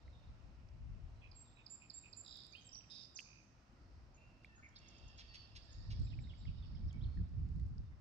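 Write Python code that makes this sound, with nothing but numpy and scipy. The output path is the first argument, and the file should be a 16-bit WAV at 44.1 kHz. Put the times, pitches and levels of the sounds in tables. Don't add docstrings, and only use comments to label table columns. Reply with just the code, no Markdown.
import sys
import numpy as np
from scipy import signal
from scipy.fft import rfft, irfft, next_fast_len
from scipy.io import wavfile

SR = 44100
rng = np.random.default_rng(int(sys.argv[2]) if len(sys.argv) > 2 else 0)


def file_out(sig):
    cols = np.atleast_2d(sig).T
    lim = np.clip(cols, -1, 1)
    pcm = np.round(lim * 32767).astype(np.int16)
    wavfile.write(sys.argv[1], SR, pcm)


def voltage_ratio(decibels):
    exponent = np.asarray(decibels, float) / 20
    return 10 ** exponent


N = 353108


def rms_one(x):
    return x / np.sqrt(np.mean(x ** 2) + 1e-20)


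def sides(pan_db):
    return voltage_ratio([[pan_db / 2], [-pan_db / 2]])


def in_time(rows):
    s, *columns = np.transpose(rows)
    return [np.interp(np.arange(N) / SR, s, c) for c in columns]


def at_hz(points, hz):
    point_hz, value = np.transpose(points)
    return np.interp(np.log(hz), np.log(point_hz), value)


def bandpass(x, order, low_hz, high_hz):
    return signal.sosfilt(signal.butter(order, [low_hz, high_hz], "band", fs=SR, output="sos"), x)


def drift(rate_hz):
    r = np.exp(-80 * np.pi * rate_hz / SR)
    white = rng.standard_normal(N // 40 + 2002)
    slow = signal.lfilter([1], [1, -2 * r, r * r], white)[2000:]
    return np.interp(np.arange(N) / 40, np.arange(len(slow)), rms_one(slow))


def add(track, s, sound):
    at = round(s * SR)
    track[..., at:at + sound.shape[-1]] += sound[..., :N - at]


def whistles(notes, edge=0.13, overtone_db=-62, rough=0.19, fade_db=0):
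    out = np.zeros(N)
    for s, length_s, start_hz, mid_hz, end_hz, db in notes:
        u = np.linspace(0, 1, round(length_s * SR))
        hz = start_hz * (1 - u) * (1 - 2 * u) + 4 * mid_hz * u * (1 - u) + end_hz * u * (2 * u - 1)
        phase = 2 * np.pi * (np.cumsum(hz) / SR + rng.random())
        shape = signal.windows.tukey(len(u), np.clip(edge, .05, 1)) * voltage_ratio(fade_db * u)
        tone = np.sin(phase) + voltage_ratio(overtone_db) * np.sin(2 * phase)
        add(out, s, voltage_ratio(db + 3.5) * shape * tone)
    return out * (1 + rough * drift(99))


def trills(rows, per_s, duty, rough, uneven_db=-0.9, detuned=0.014):
    notes = []
    for s, end_s, start_hz, end_hz, db in rows:
        starts_s = np.arange(s, end_s, 1 / per_s)
        for at_s, (wobble, detune, late) in zip(starts_s, rng.standard_normal((len(starts_s), 3))):
            swell_db = -5 * ((at_s - s) / (end_s - s)) ** 3 - 7 * np.exp(-(at_s - s) / 0.0014)
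            bend = 1 + detuned * detune
            pitches_hz = start_hz * bend, (start_hz + end_hz) / 2 * bend, end_hz * bend
            level_db = db + swell_db + uneven_db * wobble
            notes.append((at_s + .025 * late / per_s, duty / per_s, *pitches_hz, level_db))
    return whistles(notes, edge=0.45, rough=rough)


def glides(rows, early):
    return [(s, length_s, a, a + early * (b - a), b, db) for s, length_s, a, b, db in rows]


def held(rows, droop=0.95):
    return [(s, length_s, droop * hz, hz, droop * hz, db) for s, length_s, hz, db in rows]


def repeated(length_s, syllable, rows):
    return [(s, length_s, *syllable[:-1], syllable[-1] + db) for s, db in rows]


def sparrow():
    # chip t/s, strength/dB, seep f/Hz, seep length/s
    opening = [
        (1.312, -11, 7520, 0.11),
        (1.661, -3, 7330, 0.072),
        (1.897, -3, 7400, 0.0725),
        (2.127, -3.5, 7310, 0.07),
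    ]
    # start f/Hz, middle f/Hz, end f/Hz, level/dB
    chip = (5250, 4680, 3550, -50)
    # start f/Hz, end f/Hz, level/dB
    burr = (2380, 2670, -65)
    # t/s, length/s, start f/Hz, end f/Hz, level/dB
    falls = [
        (2.688, .0086, 6500, 4470, -61),
        (2.748, .011, 5980, 4070, -54),
        (2.838, .015, 2770, 2180, -69),
    ]
    rises = [
        (2.52, 0.01, 5960, 6450, -69),
        (2.522, 0.017, 4610, 4820, -60.5),
        (2.525, 0.043, 2284, 2604, -63.5),
        (2.545, 0.02, 2410, 3170, -60),
        (2.559, 0.045, 3072, 3280, -64.5),
        (2.714, 0.017, 4730, 5870, -59.5),
        (2.806, 0.0068, 2250, 3080, -65.5),
    ]
    late_seeps = [
        (2.645, 0.027, 8330, 7480, -70),
        (2.666, 0.015, 7500, 7390, -59.5),
        (5.64, 0.03, 7900, 7450, -89),
    ]
    # t/s, length/s, f/Hz, level/dB
    level_notes = [
        (2.722, 0.034, 5860, -54.5),
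        (2.75, 0.057, 5790, -56.5),
    ]
    far_seeps = [
        (6.035, .035, 7500, -77.5),
        (6.205, 0.038, 7570, -79),
        (6.375, .037, 7440, -80),
    ]
    # start t/s, end t/s, start f/Hz, end f/Hz, level/dB
    buzz_up = [
        (2.2455, 2.47, 4250, 5400, -57),
        (2.292, 2.46, 8700, 9500, -92),
    ]
    buzz_down = [
        (2.247, 2.44, 4200, 3450, -57.5),
    ]
    high_burr = [
        (2.606, 2.64, 5800, 6940, -67.5),
    ]
    rasp = [
        (2.9, 3.055, 4500, 5480, -57),
        (2.9, 3.02, 7600, 9400, -87.5),
        (2.902, 3.05, 3700, 4200, -67),
        (2.9, 3.06, 5100, 7500, -78),
    ]
    lower_rasp = [
        (2.898, 3.035, 3590, 3860, -60),
    ]
    closing = [
        (3.244, 3.43, 2560, 2380, -64),
    ]
    # t/s, length/s, start f/Hz, middle f/Hz, end f/Hz, level/dB
    big_fall = [
        (3.147, 0.013, 7700, 7180, 6470, -61),
        (3.156, 0.022, 6770, 5700, 3560, -51.5),
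    ]

    chips = repeated(.013, chip, [(s, db) for s, db, *_ in opening])
    seeps = [(s + .033, length_s, 0.98 * hz, hz, hz, db - 51.5) for s, db, hz, length_s in opening]
    burrs = [(s - .096, s - .096 + .059, *burr) for s, *_ in opening]
    notes = glides(falls, early=.42) + glides(rises, early=0.59) + held(level_notes, droop=0.98)
    seeps = seeps + glides(late_seeps, early=0.8) + held(far_seeps)
    buzz_per_s, rasp_per_s = 64.1, 183
    buzz = trills(buzz_up, buzz_per_s, duty=0.34, rough=0.12, detuned=0.0082)
    buzz = buzz + trills(high_burr, 147, duty=0.34, rough=0.12, detuned=0.0082)
    return [(whistles(notes, edge=0.62, rough=0.37, overtone_db=-50), -6, -11, -3.5),
            (voltage_ratio(3) * whistles(chips, edge=0.79, rough=0.2, fade_db=-3.5), -6, -11, -4.5),
            (buzz, -6, -11, 0.3),
            (trills(buzz_down, buzz_per_s, duty=0.51, rough=0.13, detuned=0.0092), -4, -11, .6),
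            (trills(rasp, rasp_per_s, duty=0.88, rough=0.14, detuned=0.026), -6, -11, -2.5),
            (whistles(big_fall, edge=0.51, rough=0.2), -5, -11, 1.5),
            (trills(lower_rasp, rasp_per_s, duty=0.98, rough=0.17, detuned=0.015), -4, -11, -6.0),
            (trills(closing, 70.8, duty=0.43, rough=0.16), -3, -11, -6),
            (whistles(seeps, edge=0.49), -8, -11, -1.5),
            (trills(burrs, 163, duty=0.96, rough=0.46), -3, -11, -6)]


def chucks(breath=1.0):
    # t/s, length/s, top f/Hz, level/dB
    calls = [
        (5.181, 0.041, 480, -55),
        (5.338, 0.034, 680, -54.5),
        (5.551, .031, 700, -54.5),
        (5.9, 0.038, 580, -56.5),
        (4.43, 0.03, 1200, -75),
    ]
    # f/Hz, level/dB
    throat = [(1700, -13), (2300, -3), (3000, -1.5), (3700, -4.5), (4400, 3), (5500, -2), (6300, -12),
              (6900, -25), (9000, -21), (10500, -51.5)]
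    out = np.zeros(N)
    for s, length_s, top_hz, db in calls:
        u = np.linspace(0, 1, round(length_s * SR))
        phase = 2 * np.pi * np.cumsum(top_hz * (1 - 0.426 * (u - .4) ** 2)) / SR
        stack = 0
        for k in range(3, 18):
            stack = stack + voltage_ratio(at_hz(throat, k * top_hz)) * np.sin(k * phase + 6.28 * rng.random())
        rasp = np.convolve(rng.standard_normal(len(u)), np.hanning(40), "same")
        voice = rms_one(stack * (1 + breath * rms_one(rasp)))
        add(out, s, voltage_ratio(db) * np.hanning(len(u)) ** 0.17 * voice)
    return out


def blackbird():
    # t/s, length/s, start f/Hz, end f/Hz, level/dB
    slow_glides = [
        (4.162, 0.09, 2350, 2480, -77.5),
        (4.166, .15, 2667, 2746, -73.5),
        (4.47, 0.085, 1850, 1780, -71.5),
        (4.577, 0.028, 1530, 1380, -65),
        (4.72, 0.035, 3250, 3330, -82),
        (5.066, 0.3, 1745, 1890, -77),
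        (5.637, 0.24, 1676, 1894, -77),
    ]
    # t/s, length/s, f/Hz, level/dB
    level_notes = [
        (4.206, .099, 1470, -83),
        (4.29, .3, 2720, -78),
        (4.687, .038, 1635, -81),
        (4.8, .72, 2740, -79),
    ]
    # start t/s, end t/s, start f/Hz, end f/Hz, level/dB
    trill = [
        (4.797, 5.6, 2816, 2645, -72),
        (4.797, 5.44, 3644, 2950, -77),
        (4.797, 5.44, 4100, 3500, -81.5),
        (4.797, 5.5, 4860, 4390, -76),
        (4.797, 5.5, 5580, 5060, -77.5),
        (4.7, 4.95, 2360, 2050, -78),
    ]
    gulp = [
        (4.626, 4.67, 2380, 2040, -56.5),
        (4.754, 4.783, 4200, 3270, -61),
        (4.754, 4.783, 4820, 4320, -57),
        (4.754, 4.772, 5500, 5070, -62),
    ]
    # t/s, length/s, start f/Hz, middle f/Hz, end f/Hz, level/dB
    arches = [
        (5.343, 0.02, 2600, 3085, 2600, -60.5),
        (5.553, 0.019, 2460, 2940, 2300, -63),
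        (5.902, .022, 2350, 2840, 2253, -66),
    ]
    song = whistles(glides(slow_glides, early=.65) + held(level_notes), edge=0.2, rough=0.32)
    song = song + trills(trill, 66.7, duty=0.92, rough=0.27, uneven_db=1.0, detuned=.016)
    return [(song, 2.5, 14, .6),
            (trills(gulp, 170, duty=1.0, rough=0.26), 3, 14, -8),
            (chucks() + whistles(arches, edge=0.69, overtone_db=-13), 3, 14, -5)]


def warbler():
    # t/s, gap to fall/s, hook strength/dB, fall strength/dB
    pairs = [
        (6.062, 0.026, -4.5, -2.5),
        (6.232, 0.044, -1.5, -0.5),
        (6.404, 0.038, -1.5, -0.5),
        (6.572, 0.038, -0.5, -3),
    ]
    # start f/Hz, middle f/Hz, end f/Hz, level/dB
    hook = (5300, 3700.5, 4599, -66.5)
    fall = (4449, 3099, 2149, -67)
    # t/s, length/s, start f/Hz, end f/Hz, level/dB
    ending = [
        (6.751, 0.012, 5600, 4570, -69),
        (6.761, 0.015, 3730, 2880, -67.5),
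        (6.882, 0.017, 5700, 5000, -74.5),
        (6.898, 0.017, 4000, 2900, -67.5),
        (7.006, 0.034, 2920, 4420, -68.5),
        (7.036, 0.017, 4290, 2830, -66),
    ]
    # t/s, length/s, f/Hz, level/dB
    dots = [
        (6.066, .014, 2530, -67.5),
        (6.134, 0.013, 2550, -60),
    ]
    notes = repeated(.026, hook, [(s, db) for s, _, db, _ in pairs])
    notes += repeated(.056, fall, [(s + gap_s, db) for s, gap_s, _, db in pairs])
    song = whistles(notes, edge=0.64, rough=0.5)
    echo_s, echo_db = .011, -5
    return [(whistles(held(dots), edge=0.6), 0.5, -24, -14),
            (whistles(glides(ending, early=0.53), edge=0.38, rough=0.3), 0.5, -24, -7),
            (song + voltage_ratio(echo_db) * np.roll(song, round(echo_s * SR)), 0.5, -24, -4)]


def far_birds():
    # start f/Hz, middle f/Hz, end f/Hz, level/dB
    slur = (7253, 6296, 4598, -70.5)
    slur_strengths_db = [0, 1.5, 4, 2, 0.5, 0.5]
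    # start t/s, end t/s, start f/Hz, end f/Hz, level/dB
    chatter = [
        (5.6, 5.71, 4950, 4050, -73),
        (5.76, 5.9, 5200, 4150, -69.5),
        (5.94, 6.07, 5600, 3770, -70),
    ]
    # t/s, length/s, start f/Hz, end f/Hz, level/dB
    slides = [
        (4.14, .035, 5950, 6950, -72),
        (4.553, .035, 6250, 6980, -71),
        (4.588, .09, 7050, 6650, -81),
        (5.272, .15, 4590, 4520, -61),
        (5.41, .055, 4520, 4500, -67),
        (5.864, .026, 4780, 5900, -77),
    ]
    # t/s, length/s, f/Hz, level/dB; the 2.53 s and 2.59 s rows carry on the sparrow's rises
    faint_held = [(.43, .02, 2500, -80), (2.59, 0.2, 3150, -73.5), (2.9, .12, 2620, -78),
                  (6.42, 0.039, 4580, -77), (6.549, 0.04, 2940, -78), (6.598, .1, 4600, -80),
                  (6.8, 0.032, 2300, -77), (6.92, .06, 2300, -73), (7.028, .05, 4343, -74),
                  (7.07, 0.14, 4330, -79), (2.53, .07, 4350, -71), (7.72, 0.26, 3650, -92),
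                  (7.915, .015, 2050, -73)]
    # t/s, length/s, start f/Hz, middle f/Hz, end f/Hz, level/dB
    faint_bends = [(.04, 0.065, 3820, 3870, 3880, -80), (.115, 0.11, 3780, 3660, 3660, -80),
                   (0.22, .045, 3300, 3700, 3800, -82), (.02, .1, 3900, 4200, 4100, -86),
                   (.265, .03, 4500, 4000, 4540, -83), (1.14, .15, 4150, 4030, 3960, -84),
                   (1.5, .035, 4700, 3700, 4170, -78), (1.44, 0.1, 3900, 3600, 3530, -80.5),
                   (4.592, .006, 4700, 4400, 4300, -75), (4.449, .01, 3300, 3500, 4300, -74),
                   (1.53, 0.12, 4000, 3760, 3560, -77.5), (1.9, 0.18, 3300, 3800, 3510, -81),
                   (5.712, 0.027, 5900, 7200, 4400, -67), (6.1, .012, 4200, 4120, 4600, -67),
                   (5.95, .028, 4500, 5250, 5600, -71), (5.785, 0.011, 5200, 7000, 7300, -81)]
    first_s, every_s = 4.685, .0983
    slurs = repeated(.013, slur, [(first_s + k * every_s, db) for k, db in enumerate(slur_strengths_db)])
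    faint = held(faint_held, droop=0.94) + faint_bends
    return [(voltage_ratio(7) * whistles(slurs, edge=0.6, rough=0.3, fade_db=-10), 3, 10, -9),
            (trills(chatter, 95, duty=0.6, rough=0.3, uneven_db=1.0, detuned=.04), -1.5, 14, 1.5),
            (whistles(glides(slides, early=.8), edge=0.36, rough=0.2), 3, 10, -7),
            (voltage_ratio(-2.0) * whistles(faint, edge=0.35, rough=0.65), 0.5, 10, -2.5)]


def chorus():
    # t/s, level/dB
    swell = [(4.7, -99), (4.85, -76.5), (5.55, -68), (5.75, -64.5), (6.1, -68), (6.6, -69.5), (7.3, -78),
             (7.6, -81), (7.75, -102)]
    when, pitch, strength = rng.random((500, 3)).T
    top_hz = 3900 + 1900 * pitch
    length_s = np.full(500, .02)
    notes = np.column_stack([4.7 + 3.1 * when, length_s, top_hz, top_hz - 300, top_hz - 700, 8 * strength])
    return voltage_ratio(in_time(swell)[0] - 5.5) * rms_one(whistles(notes, edge=0.95)) * np.sqrt(3.1 * SR / N)


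def hidden_birds():
    # t/s, length/s, start f/Hz, end f/Hz, level/dB
    rows = [
        (0.0, 0.018, 4620, 3310, -73.5),
        (.12, .02, 4500, 3190, -72),
        (.26, 0.021, 4730, 3290, -76),
        (1.2, .02, 3590, 2880, -74.5),
        (1.45, .02, 4300, 3070, -77),
        (1.56, 0.021, 4200, 3180, -74),
        (1.32, .03, 5000, 3900, -69),
        (5.6, 0.032, 4050, 5700, -66.5),
        (5.68, .03, 5900, 4030, -65),
    ]
    return whistles(glides(rows, early=.5), edge=0.5)


def banks(x):
    # f/Hz, level/dB
    scatter = [(1500, -1), (2500, -0.5), (3500, 2.5), (5000, 1.5), (8000, -0.5)]
    # f/Hz, T60/s
    decay = [(1500, 1.6), (3000, 1.13), (5000, 0.94), (8000, 1.07)]
    t, response = np.arange(SR) / SR, 0
    white = rng.standard_normal((2, SR))
    edges_hz = 1000 * 2 ** np.arange(0, 4.1, .5)
    for low_hz, high_hz in zip(edges_hz, edges_hz[1:]):
        hz = np.sqrt(low_hz * high_hz)
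        gain = voltage_ratio(at_hz(scatter, hz) - 60 * t / at_hz(decay, hz))
        response = response + bandpass(white, 2, low_hz, high_hz) * gain
    burst, far_bank = 1.1 * np.exp(-t / 0.02), 0.077 * np.exp(-((t - .09) / 0.043) ** 2)
    response = response * (1 - np.exp(-t / 0.002)) * (1 + burst + far_bank)
    response = response / np.sqrt(np.sum(response ** 2) / 2)
    sway_s, sway_rate_hz = 4e-5, 25
    x = np.interp(np.arange(N) + sway_s * SR * drift(sway_rate_hz), np.arange(N), x)
    return signal.fftconvolve(x[None], response * sides(-0.6), axes=1)[:, :N]


def birds():
    direct = np.zeros((2, N))
    scattered = chorus() + hidden_birds()
    for song, pan_db, lag, wet_db in sparrow() + blackbird() + warbler() + far_birds():
        direct += sides(pan_db) * [np.roll(song, lag), song] / np.sqrt(2)
        scattered += voltage_ratio(wet_db) * song
    return direct + banks(scattered) / np.sqrt(2)


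def drops(cycles=38, rise=0.0035):
    # t/s, peak level/dB, f/Hz, left-right/dB
    rows = [(0.079, -61, 1980, -7), (0.688, -71, 5300, -22), (3.1899, -40, 2500, -8),
            (3.1939, -45, 2900, -8), (3.2023, -48.5, 2570, 9), (3.1905, -68, 8500, 18),
            (3.207, -64, 8300, 18), (2.9, -69, 7900, 9), (6.128, -66, 1950, -2), (6.748, -68, 2100, -5),
            (6.021, -68, 7300, 5), (4.446, -48.5, 2230, -6), (6.189, -54, 2230, -6),
            (6.272, -64.5, 2000, -3), (6.336, -60, 2140, -6.0), (6.4536, -59, 2060, -2.5),
            (7.1724, -62, 1760, -11), (7.19, -67, 1650, -12), (7.5966, -74.5, 1900, -14),
            (7.7815, -65.5, 4870, -25)]
    out, t = np.zeros((2, N)), np.arange(SR // 20) / SR
    for s, db, hz, pan_db in rows:
        decay = voltage_ratio(-60 * t * hz / cycles) * (1 - np.exp(-t * hz * 2.1)) ** 2
        ring = decay * np.sin(2 * np.pi * hz * t * (1 + rise * t * hz))
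        add(out, s, voltage_ratio(db) * ring / np.max(decay) * sides(pan_db))
    return out


def ticks(rows, low_hz, high_hz, lift_db, t60_s=0.008):
    out, t = np.zeros((2, N)), np.arange(SR // 40) / SR
    for s, db, pan_db in rows:
        snap = rng.standard_normal(len(t)) * voltage_ratio(-60 * t / t60_s)
        add(out, s, voltage_ratio(db + lift_db) * snap * sides(pan_db))
    return bandpass(out, 2, low_hz, high_hz)


def hull():
    # t/s, peak level/dB, left-right/dB
    dry_ticks = [(1.3179, -88, -5), (1.8826, -89, 8), (2.2147, -86, 8), (2.362, -76, 11), (2.369, -62.5, 9),
                 (2.4043, -80, 5.5), (2.534, -82, 4), (2.4369, -72, 5), (2.4676, -62.5, 14),
                 (2.5005, -80, 10.5), (2.5688, -72, 19), (2.6, -75, 14), (2.6673, -74, 14),
                 (2.685, -76, 13), (3.035, -75, -12), (3.19, -68, 18), (3.205, -66, 21), (3.2194, -74, 13),
                 (3.4411, -82, 3), (3.7244, -87, 14), (4.4463, -73, 13), (4.5572, -84, 5.5),
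                 (5.999, -81, 0), (6.0344, -92, 5), (6.9303, -76, 11), (7.2927, -87, 3), (7.4475, -79, -4),
                 (7.4889, -87, -8), (7.5378, -82, -9), (7.5613, -78, -7), (7.6344, -79, 2),
                 (7.6844, -82, -11)]
    dull_ticks = [(4.5924, -69, -4.5), (5.9985, -58, -12), (6.0344, -63, -7.0), (6.9292, -60, -14.5),
                  (7.1514, -67, -8.0), (7.2914, -69, -9.5), (7.4014, -72, -10.5), (7.4889, -68, -10),
                  (7.5616, -68, -10), (7.598, -66.5, -19), (7.6644, -68, -11), (7.8394, -79, -7.5)]
    bright = ticks(dry_ticks, 7000, 9200, lift_db=6.5) + ticks(dry_ticks, 11000, 15000, lift_db=-8)
    return bright + ticks(dull_ticks, 3800, 6630, lift_db=4.0)


def high_grains():
    # t/s, level/dB
    grain_level = [(2.1, -125), (2.2, -100), (2.45, -97), (2.7, -104), (3.0, -102), (3.2, -101), (3.35, -125)]
    grains_per_s = 500
    struck = rng.random((2, N)) < grains_per_s / SR
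    size = voltage_ratio(2.5 * np.minimum(rng.exponential(1, N), 4))
    grains = struck * size * rng.choice([-1, 1], N)
    bright = bandpass(grains + 1e-18, 3, 9000, 15500)
    return voltage_ratio(in_time(grain_level)[0]) * rms_one(bright) * sides(6)


def banded_noise(spectrum, alike, patchy_db, flicker_hz):
    out, together = 0, drift(flicker_hz / 3)
    first_hz, last_hz = spectrum[0][0], spectrum[-1][0]
    edges_hz = first_hz * 2 ** np.arange(0, np.log2(last_hz / first_hz) + .3, .5)
    white = rng.standard_normal((2, 2, N))
    for k, (low_hz, high_hz) in enumerate(zip(edges_hz, edges_hz[1:])):
        mid, side = bandpass(white[k % 2], 2, low_hz, high_hz)
        hz = np.sqrt(low_hz * high_hz)
        share = np.clip(at_hz(alike, hz), -.99, .99)
        gain = voltage_ratio(at_hz(spectrum, hz) + patchy_db * (0.89 * together + drift(flicker_hz)))
        out = out + gain * (np.sqrt(1 + share) * mid + np.sqrt(1 - share) * side * [[1], [-1]])
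    return rms_one(out)


def wind():
    # t/s, level under 160 Hz/dB, left-right/dB
    gusts = [(0, -57.5, 3), (.55, -58.5, 3.5), (.92, -50, 8), (1.3, -60, 2), (1.75, -68, -0.5),
             (3.45, -69, 1), (3.95, -58, 3.5), (4.4, -67, -2.5), (5.0, -61, 1), (5.45, -62, 2.5),
             (5.72, -57.5, -0.5), (5.95, -47.5, -1), (6.35, -51.5, -1), (6.85, -49, -2.3), (7.6, -45, -1),
             (8.01, -56.5, 2)]
    # t/s, rise/dB
    buffets = [(.31, 8), (.49, 7.5), (5.061, 9), (5.79, 5), (6.37, -6.5), (6.92, -4), (7.14, -3.5),
               (7.3, -5.5), (7.56, 0.5), (5.91, 6.5), (6.019, 10), (6.141, 2), (6.201, 4), (6.49, 9.5),
               (6.59, 1), (6.739, 5), (6.858, 8), (6.97, 8), (7.05, 5.5), (7.2, 8.5), (7.39, 3),
               (7.509, -2), (7.631, 1), (7.8, 5.5), (7.921, 3.5)]
    # f/Hz, level per Hz/dB
    rumble_spectrum = [(20, -15), (35, 1), (55, 7), (85, 4), (115, -4), (160, -11.5), (230, -34)]
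    flutter_spectrum = [(150, 4), (220, -3.5), (320, -26), (450, -43), (620, -58)]
    # f/Hz, likeness/1
    likeness = [(25, .78), (60, .62), (160, .2)]
    # t/s, peak level/dB
    cover_flaps = [(5.902, -53), (5.998, -50), (6.094, -47), (6.418, -53), (6.48, -47.5), (6.54, -58),
                   (6.727, -56), (6.797, -54), (6.856, -61), (6.946, -49.5), (6.973, -53), (7.054, -52.5),
                   (7.143, -58), (7.203, -51), (7.251, -51), (7.333, -60), (7.381, -56), (7.45, -56),
                   (7.534, -55), (7.568, -50), (7.619, -58), (7.696, -60), (7.762, -57), (7.801, -60),
                   (6.12, -44),
        (6.155, -49.5),
        (6.2, -52),
        (6.24, -54),
    ]

    low_db, pan_db = in_time(gusts)
    bright = voltage_ratio(0.71 * (low_db + 46) + 7)
    t, buffet_s = np.arange(N) / SR, 0.036
    low_db = low_db + sum(db * np.exp(-((t - s) / buffet_s) ** 2) for s, db in buffets)
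    low = banded_noise(rumble_spectrum, likeness, patchy_db=1.0, flicker_hz=13)
    flutter = banded_noise(flutter_spectrum, [(150, 0.15), (600, 0.072)], patchy_db=3.0, flicker_hz=33)
    gust = signal.sosfilt(signal.butter(2, 330, fs=SR, output="sos"), low + voltage_ratio(-26.5) * flutter)
    deep = signal.sosfiltfilt(signal.butter(2, 70, fs=SR, output="sos"), gust)
    upper = (gust - deep) * sides(-1.4)
    flaps, flap_s = np.zeros(N), 0.046
    for s, db in cover_flaps:
        add(flaps, s - flap_s / 4, voltage_ratio(db - 4.5) * np.hanning(round(flap_s * SR)))
    turbulence = voltage_ratio(low_db) * (deep + bright * upper) + flaps * flutter
    return turbulence * voltage_ratio([pan_db / 2, -pan_db / 2])


def hush():
    # f/Hz, level per Hz/dB
    spectrum = [(45, -15.5), (105, -1.5), (165, -10), (240, -8.5), (454, -22), (755, -13), (982, -27),
                (1390, -16), (1780, -27.5), (2200, -24), (3230, -37.5), (5460, -30), (6280, -44),
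                (7890, -37), (10300, -76), (17400, -120)]
    # t/s, level/dB
    level = [(0.0, -76), (2.72, -75.5), (6.13, -75.5), (7.45, -76), (8.01, -78.5)]
    # f/Hz, likeness/1
    likeness = [(60, 0.8), (160, 1), (410, 0.78), (1080, 0.093), (2840, 0.048), (7440, 0.53)]
    air = banded_noise(spectrum, likeness, patchy_db=1.0, flicker_hz=2.3)
    air = voltage_ratio(in_time(level)[0] + 8.5) * air
    return signal.sosfilt(signal.butter(2, 7500, fs=SR, output="sos"), air)


def ports(x):
    # f/Hz, left-right/dB
    tilt = [(300, 0), (600, 2.0), (1500, 2.0), (2600, -8), (3800, -6), (5200, -9.5), (7400, -4.5),
            (9500, 3.5)]
    size = next_fast_len(N)
    tilt_db = at_hz(tilt, np.maximum(np.fft.rfftfreq(size, 1 / SR), 1))
    return irfft(rfft(x, size) * voltage_ratio([tilt_db / 2, -tilt_db / 2]), size)[:, :N]


def scene():
    water = drops() + hull() + high_grains()
    self_noise = voltage_ratio(-103) * rng.standard_normal((2, N))
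    return ports(birds() + hush()) + water + wind() + self_noise


def top_cut(x):
    return signal.sosfilt(signal.butter(12, 15800, fs=SR, output="sos"), x)


def record(dry):
    return top_cut(dry)


dry = scene()
out = record(dry)
file_out(out)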